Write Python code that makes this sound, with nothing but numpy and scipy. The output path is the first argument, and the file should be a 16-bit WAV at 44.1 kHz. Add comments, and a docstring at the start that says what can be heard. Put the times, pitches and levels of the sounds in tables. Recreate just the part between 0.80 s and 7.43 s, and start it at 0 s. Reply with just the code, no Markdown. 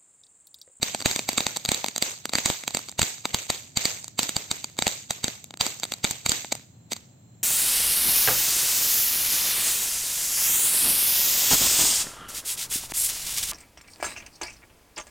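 """A low rumble and faint hiss open the night, and at once a ground firework crackles on a dirt road,
a few metres from a small camera's pair of microphone ports. Its pellets crack one after another as shocks
amid a spatter of noise, the big ones with a thump of air (one low cycle), a few as longer, rougher bursts.
The surroundings scatter each crack back as a hissy wash of fading noise; stray sparks tick faintly."""
import sys
import numpy as np
from scipy import signal
from scipy.fft import rfft, irfft
from scipy.io import wavfile
from scipy.ndimage import uniform_filter1d

SR = 44100
rng = np.random.default_rng(int(sys.argv[2]) if len(sys.argv) > 2 else 0)


def output_pcm(signal):
    """Save a mono or channel-first signal as 16-bit PCM at the path in sys.argv[1].

    Samples are clipped to [-1, 1] before scaling.
    """
    pcm = np.clip(np.atleast_2d(signal).T, -1, 1) * 32767
    wavfile.write(sys.argv[1], SR, np.round(pcm).astype(np.int16))


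N = 292383

# colour of the night's background: pitch_hz, density_db (dB per Hz, relative)
NIGHT_COLOUR = [(30, -42), (70, -16.5), (109, -3), (190, -10.5), (250, -14), (420, -23.5), (700, -24),
                (1200, -34), (3500, -36.5), (5200, -44), (7500, -27.5), (9000, -65), (13000, -43.5),
                (16000, -44.5)]
# narrow whines within the hiss: pitch_hz, width_hz, gain_db
NIGHT_WHINES = [(4120, 110, 15), (7450, 260, 7)]
# likeness of left and right in the background: pitch_hz, likeness (-1 to 1)
NIGHT_LIKENESS = [(150, 0.95), (700, 0.2), (2000, 0), (8000, .1)]
# the distant rumble comes and goes: time_s, gain_db
RUMBLE_SWELL = [(0, 4), (1.3, -4), (2.7, 0), (3.3, 2.5), (5, 1), (6.5, 2)]
# tilt between the ports in every layer but the thumps: pitch_hz, left_over_right_db
PORT_BALANCE = [(100, -0.5), (700, 2.5), (2600, -2), (4000, 0), (6000, -1.5), (8300, -5.5), (12000, -2.5),
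                (15000, -7.5)]
# pellets that burst: start_s, level_db, bright_db (treble tilt),
# boom_db (thump more or less than is usual for the size)
PELLETS = [(0.03, -15.5, 1.5, 1), (0.1481, -22.0, -7.5, -2), (0.2164, -33, 1, 0), (0.2239, -30, 3, 3),
           (0.2598, -14, -3, 6), (0.313, -22, 5, 0), (0.3617, -20.5, 2.0, 0), (0.3928, -22.5, -2, -13),
           (0.4906, -17.5, 1, -5), (0.5316, -29.5, -2, 0), (0.5776, -20, 1.5, -6),
           (0.5816, -16.5, -3.5, -2), (0.6062, -21.0, -1.5, 3), (0.667, -18.0, -4.5, 2),
           (0.7707, -23, 7, -2), (0.8514, -23.5, 9, -4), (0.859, -25, 5, 0), (0.8902, -18, 2.0, 11),
           (0.9181, -16.5, -1.5, 0), (0.9459, -21, 8.5, -7), (1.044, -21, -7.5, -7), (1.0628, -28, 3, 0),
           (1.0846, -24.5, 2, -4), (1.1623, -23, 3.5, -11), (1.1807, -23, 2, -9), (1.225, -15.5, 2, -4),
           (1.4555, -24.5, -1.5, -11), (1.4942, -29.5, 2.5, 0), (1.5355, -20.5, -1.5, -6),
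           (1.5542, -16.0, -6, -1), (1.5852, -21, -8, -8), (1.6593, -14.5, 0, 1), (1.7011, -19.5, -4, 12),
           (1.8375, -34.0, -3.5, 0), (1.879, -21, 0.5, -11), (1.9078, -34.5, 4, 0),
           (1.9484, -19.5, 3.0, 3.5), (1.9712, -22, -0.5, -14), (1.992, -33, 1, 0), (2.0947, -34, 10, 2),
           (2.116, -38.5, 17.5, 0), (2.1938, -17, -0.5, 8), (2.2176, -15.5, -2, 7.5),
           (2.23, -18.5, 1, 10.5), (2.4552, -20, -4, -5), (2.5458, -16.5, -0.5, 7.5), (2.702, -17, 0, 3.5),
           (2.9728, -15.5, 1.5, 5), (3.0552, -15, 1.5, -4), (3.2439, -32.5, 9, 0), (3.281, -34, 6, 0),
           (3.3923, -15.5, 3, -4), (3.4316, -21, 6.0, 0), (3.4927, -21.5, 5, -5), (3.5664, -18, 2, 8),
           (3.7143, -18.5, 0.5, 4), (3.8441, -25.0, 2.5, 0), (3.99, -19.5, 1.5, -1),
           (4.0234, -18.5, -0.5, 6), (4.069, -16.5, -5.0, 5), (4.0791, -19.5, 5.5, -8),
           (4.308, -19.5, 3.5, 5.5), (4.4435, -18, 0, 6.5), (4.482, -23.5, -7.5, 6),
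           (4.643, -36.5, 8, -2.5), (4.7081, -38.5, -5, 0), (4.7405, -36.5, -10, 0), (4.7734, -40, 5, 0),
           (4.8108, -14.5, 0.5, -1.5), (4.8661, -22, -2, -11), (4.999, -32.5, 7.5, 3),
           (5.0341, -22.5, 0, -16), (5.0402, -26, 10.5, -8), (5.053, -33.0, 1.5, 0),
           (5.1213, -24.5, 1.5, -9), (5.1387, -26, 9, 0), (5.2446, -16.5, 1, 6.5), (5.2495, -20, -6.5, -13),
           (5.3107, -22, 7, 9), (5.463, -17.5, 0.5, 4), (5.4946, -15.5, 8, 5), (5.519, -17, 1.5, -9),
           (5.647, -33, -3, 0), (5.7217, -24, -2.0, -7), (5.7527, -32.5, 7.5, 0), (6.1331, -25, 8.5, 0)]
# broad colour of a crack at the microphone: pitch_hz, density_db (dB per Hz, relative)
CRACK_COLOUR = [(40, -20.5), (130, -9), (230, 5.5), (450, -0.5), (800, 2), (1600, -2.5), (4500, -6),
                (5300, -10), (8200, 1.5), (9200, -14), (11200, -31), (11800, -9.5), (15000, -12.5),
                (16500, -33.5)]
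# one hollow and the resonances of the microphone's housing, on cracks and echoes:
# pitch_hz, width_hz, gain_db
HOUSING_MODES = [(1100, 175, -4.5), (2215, 316, 5.5), (3833, 590, 10.5), (4628, 374, 12), (6520, 700, 7),
                 (7470, 168, 8.5)]
# likeness of left and right in a crack: pitch_hz, likeness (-1 to 1)
CRACK_LIKENESS = [(200, 0.2), (1100, 0.98), (1600, -.5), (2200, 0.75), (4700, 0.81), (5600, 0.95),
                  (12000, 0.07)]
# colour of the scattered echo: pitch_hz, density_db (dB per Hz, relative)
ECHO_COLOUR = [(40, -13), (150, -7.5), (400, 1.5), (800, 1), (1500, -1), (2600, 2), (5200, -3), (6500, 3.5),
               (8300, 3), (9100, -29), (11200, -61), (11700, -5), (15000, -9), (16300, -31)]
# time the echo takes to fall by 60 dB: pitch_hz, decay_s
ECHO_DECAY = [(100, 0.18), (700, 0.35), (3000, 0.45), (7500, 0.55), (14000, 0.44)]
# likeness of left and right in an echo: pitch_hz, likeness (-1 to 1)
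ECHO_LIKENESS = [(300, 1), (800, 0.38), (1450, -0.39), (2100, 0.16), (3200, 0.18), (12000, -0.037)]
# longer, rougher bursts, each a crack in a drawn-out spatter: start_s, level_db, length_ms
ROUGH_BURSTS = [(0.205, -29, 3.6), (0.7646, -25, 4.6), (2.0869, -33.5, 3.7), (5.7249, -19.5, 2.3),
                (6.1206, -24, 5.2), (6.129, -32.5, 2.7), (6.1656, -35, 5.2)]

NIGHT_DB = -54.5  # rms before the rumble swells
EDGE_HZ = 16300  # top of the microphone's band
# a full-sized pellet: its crack, its thump and its echo
FULL_DB, THUMP_DB, ECHO_DB = -18, -35.5, -36.5
# dB of thump and of echo gained for each dB of crack: big pellets boom, small ones only snap
THUMP_GROWTH, ECHO_GROWTH = 2, 2.19
# length of the smallest snap, and what a full charge adds to it
SNAP_MS, CHARGE_MS = 0.66, 0.16
# stray sparks tick at random until BURN_S, shortly before the last pellets
BURN_S, SPARKS_PER_S, SPARK_DB = 5.9, 7.7, -46.5
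# treble tilt of a rough burst; its thump and echo against its crack
ROUGH_BRIGHT_DB, ROUGH_THUMP_DB, ROUGH_ECHO_DB = 3, -31, -31


def amp(db):
    """Decibels to gain."""
    return 10 ** (np.asarray(db) / 20)


def evened(x):
    """Scales to an rms of one."""
    return x / np.sqrt(np.mean(x ** 2) + 1e-20)


def rfft_hz(size):
    """The frequencies of a spectrum of this many samples."""
    return np.fft.rfftfreq(size, 1 / SR)


def read(points, hz):
    """Joins (Hz, value) points on a log-frequency axis."""
    point_hz, value = np.transpose(points)
    return np.interp(np.log(hz + 1), np.log(point_hz + 1), value)


def humps(modes, hz):
    """The dB curve of a few resonances."""
    return sum(db / (1 + (2 * (hz - centre) / width) ** 2) for centre, width, db in modes)


def add(mix, s, sound):
    """Mixes a stereo sound in, starting at s; whatever falls outside is cut."""
    start = round(s * SR)
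    sound = sound[:, max(-start, 0):]
    part = mix[:, max(start, 0):][:, :sound.shape[1]]
    part += sound[:, :part.shape[1]]


def pair(z, likeness, hz):
    """Turns two spectra into a partly alike left and right, tilted by the balance of the ports."""
    same = read(likeness, hz)
    lean_db = read(PORT_BALANCE, hz) / 2
    left = z[0] * amp(lean_db)
    right = (same * z[0] + np.sqrt(1 - same ** 2) * z[1]) * amp(-lean_db)
    return np.array([left, right])


def causal(db):
    """The response with this dB curve that rings only after it is struck."""
    log_gain = np.log(amp(np.r_[db, db[-2:0:-1]]))
    return np.exp(np.conj(signal.hilbert(log_gain)))[:len(db)]


def night(split_hz=300):
    """A slowly swelling low rumble under a faint steady hiss, both cut from one coloured noise."""
    hz = rfft_hz(N)
    z = pair(rfft(rng.standard_normal((2, N))), NIGHT_LIKENESS, hz)
    colour_db = read(NIGHT_COLOUR, hz) + humps(NIGHT_WHINES, hz)
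    air = evened(irfft(z * amp(colour_db), N))
    rumble = irfft(rfft(air) / (1 + (hz / split_hz) ** 4), N)
    hiss = air - rumble
    swell = amp(np.interp(np.arange(N) / SR, *np.transpose(RUMBLE_SWELL)))
    return amp(NIGHT_DB) * (hiss + swell * rumble)


def pop(s, db, bright_db, boom_db=0):
    """The size of a pellet sets how long it takes to go off, how much air it shifts and its echo level."""
    size_db = db - FULL_DB
    length_ms = SNAP_MS + CHARGE_MS * amp(size_db)
    thump_db = THUMP_DB + THUMP_GROWTH * size_db + boom_db
    echo_db = ECHO_DB + ECHO_GROWTH * size_db
    return s, db, length_ms, bright_db, thump_db, echo_db


def thumps(bursts, width_s=0.0017, apart_rad=0.77):
    """The hot gas pushes the air out and sucks it back: one low cycle that meets each port differently."""
    u = np.arange(-5, 5, 1 / (SR * width_s))
    bell = np.exp(.5 - .5 * u ** 2)
    out = np.zeros((2, N))
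    for s, _, _, _, db, _ in bursts:
        side = rng.choice([1, 1, -1])
        # the phase turns the cycle from a push and pull towards a single bump
        phase = apart_rad * np.array([[1], [-1]]) * side + rng.uniform(-0.83, 0.64)
        push = (-u * np.cos(phase) + (1 - u ** 2) * np.sin(phase)) * bell
        add(out, s + u[0] * width_s, amp(db) * push)
    return out


def cracks(bursts, size=2048, spatter=0.52, spread=0.92, uneven_db=4, blur_db=-22, blur_ms=8,
           dull_hz=4500, body_hz=700, span_ms=6.1):
    """Each pellet bursts as one shock amid a spatter of tiny ones; a brief hiss blurs the strong cracks."""
    ms = (np.arange(size) - size // 2) * 1000 / SR
    hz = rfft_hz(size)
    treble = np.clip(np.log2((hz + 1) / 3800) / 2, -.5, .5)
    blur = np.exp(-abs(ms) / blur_ms) * signal.windows.tukey(size, .6)
    # the main shock carries the body of the bang and reaches the two ports 7 samples apart
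    clicks = 4 * np.array([ms == 0, np.roll(ms == 0, 7)])
    shock = rfft(clicks) / (1 + 1j * hz / dull_hz)
    thin = hz / np.hypot(hz, body_hz)  # takes the body out of the spatter
    colour = causal(read(CRACK_COLOUR, hz))
    out = np.zeros((2, N))
    for s, db, length_ms, bright_db, _, echo_db in bursts:
        # a longer burst has a wider spatter and a stronger shock
        burst = np.exp(-abs(ms) / (spread * length_ms))
        sizes = evened(amp(uneven_db * np.repeat(rng.standard_normal(size // 8), 8)))
        edges = blur * amp(blur_db + 0.44 * (echo_db + 55.0))
        bits = spatter * (burst * sizes + edges) * rng.standard_normal((2, size))
        z = pair(thin * rfft(bits) + np.sqrt(length_ms) * shock, CRACK_LIKENESS, hz)
        # pellets burst at all heights and angles: ground reflection and housing colour differ each time
        delay_s = rng.uniform(.0003, .0016)
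        ground = 1 + .25 * np.exp(-2j * np.pi * hz * delay_s)
        housing_db = (1 + 0.22 * rng.uniform(-0.47, 1)) * humps(HOUSING_MODES, hz)
        crack = irfft(z * ground * colour * amp(housing_db + bright_db * treble))
        # the level is the rms as if all the energy lay within span_ms
        add(out, s - size / 2 / SR, amp(db) * evened(crack) * np.sqrt(span_ms / np.ptp(ms)))
    return out


def echoes(bursts, hold_s=0.045, grain_db=3, patchy_db=2.0, housing_share=0.55, size=32768):
    """Rough ground and far objects scatter a crack: the wash holds for a moment, then dies."""
    hz, t, _ = signal.stft(np.zeros(size), SR, nperseg=256)
    t = t[:, None]
    fade_db = -60 * np.maximum(t - hold_s, 0) / read(ECHO_DECAY, hz)
    colour = amp(read(ECHO_COLOUR, hz) + housing_share * humps(HOUSING_MODES, hz))
    shape = evened(colour) * amp(fade_db)
    out = np.zeros((2, N))
    for s, _, _, _, _, db in bursts:
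        # some reflectors are stronger than others, and each has its own colour
        grains = evened(amp(grain_db * np.repeat(rng.standard_normal(size // 32), 32)))
        patches = uniform_filter1d(rng.standard_normal(shape.shape), size=4, axis=0)
        patches = uniform_filter1d(patches, size=9, axis=1)
        noise = grains * rng.standard_normal((2, size))
        z = signal.stft(noise, SR, nperseg=256)[2].swapaxes(1, 2)
        z = pair(z, ECHO_LIKENESS, hz) * shape * evened(amp(patchy_db * evened(patches)))
        wash = signal.istft(z.swapaxes(1, 2), SR, nperseg=256)[1]
        add(out, s, amp(db) * wash)
    return out


def sparks(count=80, spread_db=3, colour_db=6):
    """Tiny pops at random moments, each of its own size and brightness."""
    gap, size, bright = rng.random((count, 3)).T
    times = np.cumsum(-np.log(1 - gap)) / SPARKS_PER_S
    levels_db = SPARK_DB + spread_db * (2 * size - 1)
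    brights_db = colour_db * (2 * bright - 1)
    rows = zip(times, levels_db, brights_db)
    return [pop(*row) for row in rows if row[0] < BURN_S]


def rough_burst(s, db, length_ms):
    """A longer, rougher burst: a crack in a drawn-out spatter, with little thump or echo."""
    return s, db, length_ms, ROUGH_BRIGHT_DB, db + ROUGH_THUMP_DB, db + ROUGH_ECHO_DB


def scene():
    """The night, the firework and its echoes; sparks only crack, with no thump or echo."""
    # a burst is start_s, level_db, length_ms, bright_db, thump_db, echo_db
    bursts = [pop(*row) for row in PELLETS] + [rough_burst(*row) for row in ROUGH_BURSTS]
    firework = thumps(bursts) + cracks(bursts) + echoes(bursts)
    return night() + firework + cracks(sparks())


def record(dry, ceiling=0.67):
    """The microphone's overload rounds off the loudest peaks; then its band limit cuts the top."""
    rounded = dry / (1 + (dry / ceiling) ** 6) ** (1 / 6)
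    band = signal.firwin(255, EDGE_HZ, window=("kaiser", 9), fs=SR)
    return signal.oaconvolve(rounded, band[None], "same")


dry = scene()
out = record(dry)
output_pcm(out)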